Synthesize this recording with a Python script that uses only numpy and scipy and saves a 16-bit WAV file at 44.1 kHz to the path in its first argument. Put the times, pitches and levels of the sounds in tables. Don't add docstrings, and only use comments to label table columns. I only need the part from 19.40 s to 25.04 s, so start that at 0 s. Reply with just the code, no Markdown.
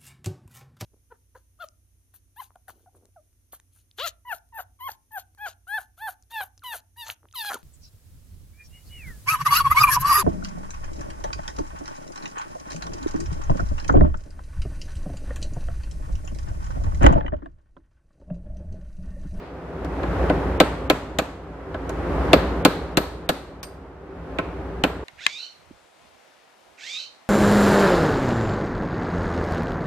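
import sys
import numpy as np
from scipy import signal
from scipy.fft import rfft, irfft
from scipy.io import wavfile
from scipy.ndimage import uniform_filter1d, minimum_filter1d

SR = 44100
rng = np.random.default_rng(int(sys.argv[2]) if len(sys.argv) > 2 else 0)


def inscribe(sig):
    pcm = np.round(np.clip(np.atleast_2d(sig).T, -1, 1) * 32767)
    wavfile.write(sys.argv[1], SR, pcm.astype(np.int16))


def field_ratio(decibels):
    return 10 ** (np.asarray(decibels, dtype=float) / 20)


N = 248724

# [t/s, level/dB]
GAIN = [(0.0, -42), (0.35, -36), (0.64, -29), (0.83, -24.5), (1.08, -27.5), (1.59, -36), (1.96, -42),
        (2.26, -38.5), (2.8, -25.5), (2.91, -24.5), (3.17, -29), (3.36, -32.5), (3.7, -39), (4.16, -44),
        (4.6, -44.5), (5.01, -35.5), (5.38, -36), (5.64, -37.5)]
# [f/Hz, level per Hz/dB]
RUMBLE = [(15, -59), (25, -28), (39, -16.5), (54, -5), (70, -3), (116, -15), (164, -6), (225, -15.5),
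          (271, -8.5), (326, -12), (382, -8.5), (1470, -22), (3530, -41), (12900, -63.5), (14000, -60)]
# [f/Hz, width/Hz, level/dB]
ROOM_MODES = [(88.8, 27, 1.5), (174.4, 9.3, -9), (271, 13, 1), (313, 14, 1.5), (388.4, 4, 10),
              (460, 3, 0.5), (519.6, 6.9, -0.5)]
HUM_SKEW = [
    [.11],
    [-.11],
]
# [f/Hz, level per Hz/dB]
HISS = [(1500, -32.5), (3000, -1), (6000, -4), (13000, 2.5), (13700, -60.5)]
# [f/Hz, left minus right/dB]
FAR_PORTS = [
    [(40, .97), (300, .99), (600, 0.83), (1000, .66), (2400, 0.3), (6000, -0.15), (14000, 0.4)],
    [(200, 0), (700, -.5), (2000, .5), (12000, 0)],
]
NEAR_PORTS = [
    [(300, 0.95), (600, 0.036), (1000, 0.59), (2400, 0.16), (6000, 0.077), (14000, 0.025)],
    [(200, 2), (700, -4), (1500, 2.5), (3000, 0), (8000, -0.1), (13000, -1)],
]
# [f/Hz, level per Hz/dB]
ECHO = [(180, -40), (300, -13), (500, -5.5), (1100, -10.5), (2600, -21), (3400, -23.5), (4300, -25.5),
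        (5200, -33), (7500, -37.5), (9000, -37.5), (9800, -46), (12100, -39), (12700, -50.5), (13700, -100)]
# [f/Hz, t60/s]
GARAGE_DECAY = [(300, 0.36), (1000, 0.47), (3000, 0.62), (7000, 0.6), (13000, 0.38)]
# [f/Hz, level per Hz/dB]
SNAP = [(880, -33.5), (1500, -5.5), (2570, 2), (4040, 1), (4740, -10.5), (5670, -14), (7430, -8.5),
        (9440, -17.5), (14800, -16.5), (16400, -36)]
# [f/Hz, level per Hz/dB]
CRACK = [(710, 2.5), (1200, 3), (1920, -6), (2420, 0.5), (3110, -6.5), (4460, -8), (5420, -20.5),
         (7530, -18), (9470, -28.5), (12400, -18), (13600, -39), (15500, -37), (16400, -52)]
# [f/Hz, level/dB, t60/s]
BENCH = [(175.2, -1, 0.31), (282, -2, 0.41), (368.4, 0, 0.085), (645.3, 2, 0.14), (782, -3.5, 0.069),
         (1048, 0, 0.18), (1327, -3, 0.29), (1508, 0.5, 0.13), (1682, -7.5, 0.22), (1853, -11.5, 0.13),
         (2103, -6, 0.061), (2385, -12, 0.03)]
# [delay/s, signed gain/1]
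PATHS = [(.0026, 0.0077), (.0044, -1.8), (.0067, 1.38), (.0093, 0.98), (0.013, 1.26), (0.0167, 0.93),
         (.023, .3), (.028, 0.27), (.034, -0.44)]
# [f/Hz, level/dB, t60/s]
EDGE_STEEL = [(10800, -8, .03), (5430, -9, .04), (8600, -17.5, .08)]
HEAD_STEEL = [(12030, 0, .22), (12180, -8, .2), (12730, -18, .15), (8850, -14, .12), (7600, -14, .15),
              (4300, -10, .3)]
CHISEL_STEEL = [(4800, -5, 0.28), (8660, 2, 0.19), (10000, -10, .2), (10850, -17, .2), (12100, -14, .15),
                (12690, -21, .2), (13320, -5, .18)]
# [t/s, tick/dB, thud/dB, tick f/Hz, edge ring/dB]
KNOCKS = [
    (.446, -39, -36, 5540, -52),
    (0.6325, -30.5, -37, 1190, -54),
    (0.898, -23, -15.5, 1800, -50),
    (2.344, -33.5, -33.5, 1695, -68),
    (2.4936, -34, -37, 6550, -42),
    (2.852, -65.5, -42.5, 10800, -50),
    (4.986, -23, -29, 2430, -60),
    (.7925, -51, -28.5, 1200, -75),
]
# [t/s, strength/dB, top brightness/dB, lifted crack f/Hz, head ring against strength/dB]
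BLOWS = [
    (1.2016, -5, -2, 4077, -46),
    (1.4991, -9, 0, 2490, -39),
    (1.7864, -13, 0, 6750, -36),
    (2.9315, -3.5, -4, 4690, -35),
    (3.25, -6, 2.5, 4640, -33),
    (3.5712, -11, 6.5, 4265, -26),
    (3.89, -14, 7, 3870, -33.5),
    (5.437, -11, -3, 2780, -33),
]
# [from t/s, lifted f/Hz]
SEATS = [
    (0.9, 8300),
    (1.35, 7100),
    (2.5, 4110),
    (5.0, 8000),
]
# [tick/dB, top brightness/dB, lifted f/Hz, ring/dB]
CLINK = (-34.5, 13, 5500, -41)
CLINK_S = 4.2299

HUM_HZ = 59.2
RUMBLE_DB, HUM_DB, HISS_DB = 3, 3, -37.5
HUM_SLOPE, HISS_SLOPE = 1.177, 1.12
LEFTOVER_DB, LEFTOVER_HZ = -44.5, 5000
PUSH_HZ = 486
KNOCK_ECHO_DB, KNOCK_CLATTER_DB, KNOCK_LIFT_DB, KNOCK_ECHO_LIFT_DB = -19.5, 2, 9.5, 11
KNOCK_RATTLE_S = 0.12
KNOCK_MID_HZ, KNOCK_TOP_DB_PER_OCTAVE = 5050, 8
THUD_DB, THUD_SLOPE = -3, 1.327
ECHO_DB, ECHO_SLOPE = -23.5, 0.92
CLATTER_DB, CLATTER_SLOPE = -2, 0.7
BLOW_LIFT_DB, BLOW_ECHO_LIFT_DB, BLOW_RATTLE_S = 4, 5, 0.12
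CLINK_THUD_DB, CLINK_ECHO_DB, CLINK_CLATTER_DB = -64, -53.5, 4
CLINK_LIFT_DB, CLINK_RATTLE_DB, CLINK_RATTLE_S = 12.5, 4.5, 0.17
TREBLE_HZ, TOP_HZ, EDGE_HZ = 4000, 13600, 16400
FRAME_S, FRAME_START_S = 1024 / 48000, 0.008


def evened(x):
    return x / np.sqrt(np.mean(x ** 2) + 1e-20)


def read(points, hz):
    f, value = np.transpose(points)
    return np.interp(np.log(hz + 1), np.log(f + 1), value)


def noise(size, colour, tilt_db=0, peak_hz=1000, peak_db=0):
    hz = np.fft.rfftfreq(size, 1 / SR)
    spectrum = rfft(rng.standard_normal((2, size))) * field_ratio(read(colour, hz))
    plain = irfft(spectrum, size)
    tilt = tilt_db * np.clip(np.log2(hz / 2800 + 1e-9), 0, 2) / 1.98
    peak = peak_db * np.exp(-(np.log(hz / peak_hz + 1e-9) / 0.16) ** 2)
    return irfft(spectrum * field_ratio(tilt + peak), size) / np.sqrt(np.mean(plain ** 2))


def ports(a, b, table):
    hz = np.fft.rfftfreq(len(a), 1 / SR)
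    same, balance_db = (read(points, hz) for points in table)
    same = np.clip(same, -1, 1)
    left = rfft(a)
    right = same * left + np.sqrt(1 - same ** 2) * rfft(b)
    half = field_ratio(balance_db / 2)
    return irfft(np.array([left * half, right / half]), len(a))


def garage():
    t, hz = np.arange(N) / SR, np.fft.rfftfreq(N, 1 / SR)
    gain_db = np.interp(t, *np.transpose(GAIN))
    lift = 1 + sum(0.57 * field_ratio(db) / (1 + (2 * (hz - f) / width) ** 2) for f, width, db in ROOM_MODES)
    rumble = ports(*evened(irfft(rfft(noise(N, RUMBLE)) * lift, N)), FAR_PORTS)
    slow = uniform_filter1d(rng.standard_normal((2, N)), 3000)
    loudness_drift, pitch_drift = evened(uniform_filter1d(slow, 3000))
    turns = np.cumsum(HUM_HZ + 0.22 * pitch_drift) / SR
    hum = (1 + 0.07 * loudness_drift) * np.sqrt(2) * np.sin(2 * np.pi * turns + HUM_SKEW)
    hiss = noise(N, HISS) * field_ratio(HISS_SLOPE * gain_db + HISS_DB)
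    return hiss + rumble * field_ratio(gain_db + RUMBLE_DB) + hum * field_ratio(HUM_SLOPE * gain_db + HUM_DB)


def echo(size, top_db, peak_hz, peak_db):
    source = noise(size, ECHO, 1.1 * top_db, peak_hz, 0.846 * peak_db)
    hz, t, z = signal.stft(source, SR, nperseg=256)
    fade_db = -60 * np.maximum(t - 0.06, 0) / read(GARAGE_DECAY, hz)[:, None]
    return signal.istft(z * field_ratio(fade_db), SR, nperseg=256)[1][:, :size]


def ring(modes, t, detune):
    phases = rng.random((2, len(modes), 1))
    hz, db, t60 = np.transpose(modes)[:, :, None]
    hz = hz * (1 + detune * rng.standard_normal(hz.shape))
    sines = field_ratio(db - 60 * t / t60) * np.sin(2 * np.pi * (hz * t + phases))
    return sines.sum(1) / np.linalg.norm(field_ratio(db))


def chime(steel, t):
    ruffle = evened(uniform_filter1d(rng.standard_normal((2, 2, len(t))), 250))
    direct = ring(steel, t, 0.00078) * (1 + 0.6 * ruffle[0])
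    slow = [(hz, db, 1.6 * t60) for hz, db, t60 in steel]
    room = ring(slow, t, 0.002) * ruffle[1] * (1 - np.exp(-t / 0.01))
    return direct + 0.34 * room


def push(t):
    delay, gain = np.transpose(PATHS)[:, :, None]
    pulse_hz = PUSH_HZ / (1 + (delay / 0.04) ** 2)
    since = t - delay - 0.00012 * rng.standard_normal(delay.shape)
    u = (np.pi * pulse_hz * since) ** 2
    gain = gain * (1 + 0.026 * rng.standard_normal(gain.shape))
    return (gain * (1 - 2 * u) * np.exp(-u)).sum(0)


def strike(steel, crack_db, thud_db, echo_db, ring_db, top_db, crack_hz, lift_db,
           echo_hz, echo_lift_db, clatter_db, rattle_s, rattle_db=0):
    t = np.arange(32768) / SR
    limiter = field_ratio(-14 / (1 + np.exp(-(t - 0.017) / 0.0037)))
    late = np.maximum(t - 0.002, 0)
    snap = noise(len(t), SNAP, top_db, crack_hz, lift_db)
    snap = snap * field_ratio(-60 * late / 0.017) * np.minimum(t / 0.00014, 1)
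    rattle = field_ratio(rattle_db) * noise(len(t), CRACK, top_db, crack_hz, lift_db)
    rattle = rattle * field_ratio(-40 * t / rattle_s) * (1 - np.exp(-t / 0.0012))
    clatter = field_ratio(clatter_db) * ring(BENCH, late, 0.012) * (1 - np.exp(-late / 0.0027))
    contact = field_ratio(crack_db - 4.5) * (snap + rattle) + field_ratio(thud_db + 9) * clatter
    near = contact * limiter + field_ratio(ring_db) * chime(steel, t)
    wet = field_ratio(echo_db) * echo(len(t), top_db, echo_hz, echo_lift_db) * (1 - np.exp(-t / 0.005))
    both = ports(*near, NEAR_PORTS) + ports(*wet, FAR_PORTS) + field_ratio(thud_db + 7) * push(t)
    return both * np.clip((t[-1] - t) / 0.2, 0, 1)


def knock(db, thud_db, hz, ring_db):
    return strike(EDGE_STEEL, db, thud_db, db + KNOCK_ECHO_DB, ring_db,
                  top_db=KNOCK_TOP_DB_PER_OCTAVE * np.log2(hz / KNOCK_MID_HZ),
                  crack_hz=hz, lift_db=KNOCK_LIFT_DB, echo_hz=hz, echo_lift_db=KNOCK_ECHO_LIFT_DB,
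                  clatter_db=db - thud_db + KNOCK_CLATTER_DB, rattle_s=KNOCK_RATTLE_S)


def blow(s, db, top_db, crack_hz, ring_db):
    echo_hz = [hz for start, hz in SEATS if start < s][-1]
    return strike(HEAD_STEEL, db, THUD_DB + THUD_SLOPE * db, ECHO_DB + ECHO_SLOPE * db, db + ring_db,
                  top_db=top_db, crack_hz=crack_hz, lift_db=BLOW_LIFT_DB,
                  echo_hz=echo_hz, echo_lift_db=BLOW_ECHO_LIFT_DB,
                  clatter_db=CLATTER_DB + CLATTER_SLOPE * top_db, rattle_s=BLOW_RATTLE_S)


def clink(db, top_db, hz, ring_db):
    return strike(CHISEL_STEEL, db, CLINK_THUD_DB, CLINK_ECHO_DB, ring_db,
                  top_db=top_db, crack_hz=hz, lift_db=CLINK_LIFT_DB, echo_hz=hz, echo_lift_db=4,
                  clatter_db=CLINK_CLATTER_DB, rattle_s=CLINK_RATTLE_S, rattle_db=CLINK_RATTLE_DB)


def add(mix, s, sound):
    part = mix[:, round(s * SR):][:, :sound.shape[1]]
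    part += sound[:, :part.shape[1]]


def hammering():
    out = np.zeros((2, N))
    add(out, 0, field_ratio(LEFTOVER_DB) * ports(*echo(SR, -9, LEFTOVER_HZ, 5), FAR_PORTS))
    for s, *row in KNOCKS:
        add(out, s, knock(*row))
    for row in BLOWS:
        add(out, row[0], blow(*row))
    add(out, CLINK_S, clink(*CLINK))
    return out


def scene():
    return hammering() + garage()


def thin_treble(x):
    hz, t, z = signal.stft(x, SR, nperseg=128, noverlap=112)
    treble = z[:, hz > TREBLE_HZ]
    hz = hz[:, None]
    power_db = 10 * np.log10((abs(treble) ** 2).mean((0, 1)) + 1e-14)
    frame = np.ceil((t - FRAME_START_S) / FRAME_S).astype(int)
    first = np.searchsorted(frame, np.arange(frame[-1] + 1))
    loudest_db = np.maximum.reduceat(power_db, first)
    noticed = loudest_db > power_db[np.minimum(first + 7, len(t) - 1)] + 12
    noticed = (noticed | np.roll(noticed, 1))[frame]
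    ahead_db = -minimum_filter1d(-power_db, size=61, origin=-30)
    coming_db = np.minimum(ahead_db, loudest_db[frame])
    past_db = minimum_filter1d(power_db, size=29, origin=14)
    keep = np.where(hz > TREBLE_HZ, power_db > coming_db - 24, 1.0)
    keep_top = keep * (power_db > past_db + 20) * noticed * (hz < EDGE_HZ)
    kept = z * np.where(hz > TOP_HZ, keep_top, keep)
    return signal.istft(kept, SR, nperseg=128, noverlap=112)[1][:, :N]


def roll_off(x):
    return signal.sosfilt(signal.butter(12, 16510, fs=SR, output="sos"), x)


def record(dry):
    clipped = dry / (1 + abs(dry) ** 6) ** (1 / 6)
    mix = thin_treble(clipped)
    return roll_off(mix)


dry = scene()
out = record(dry)
inscribe(out)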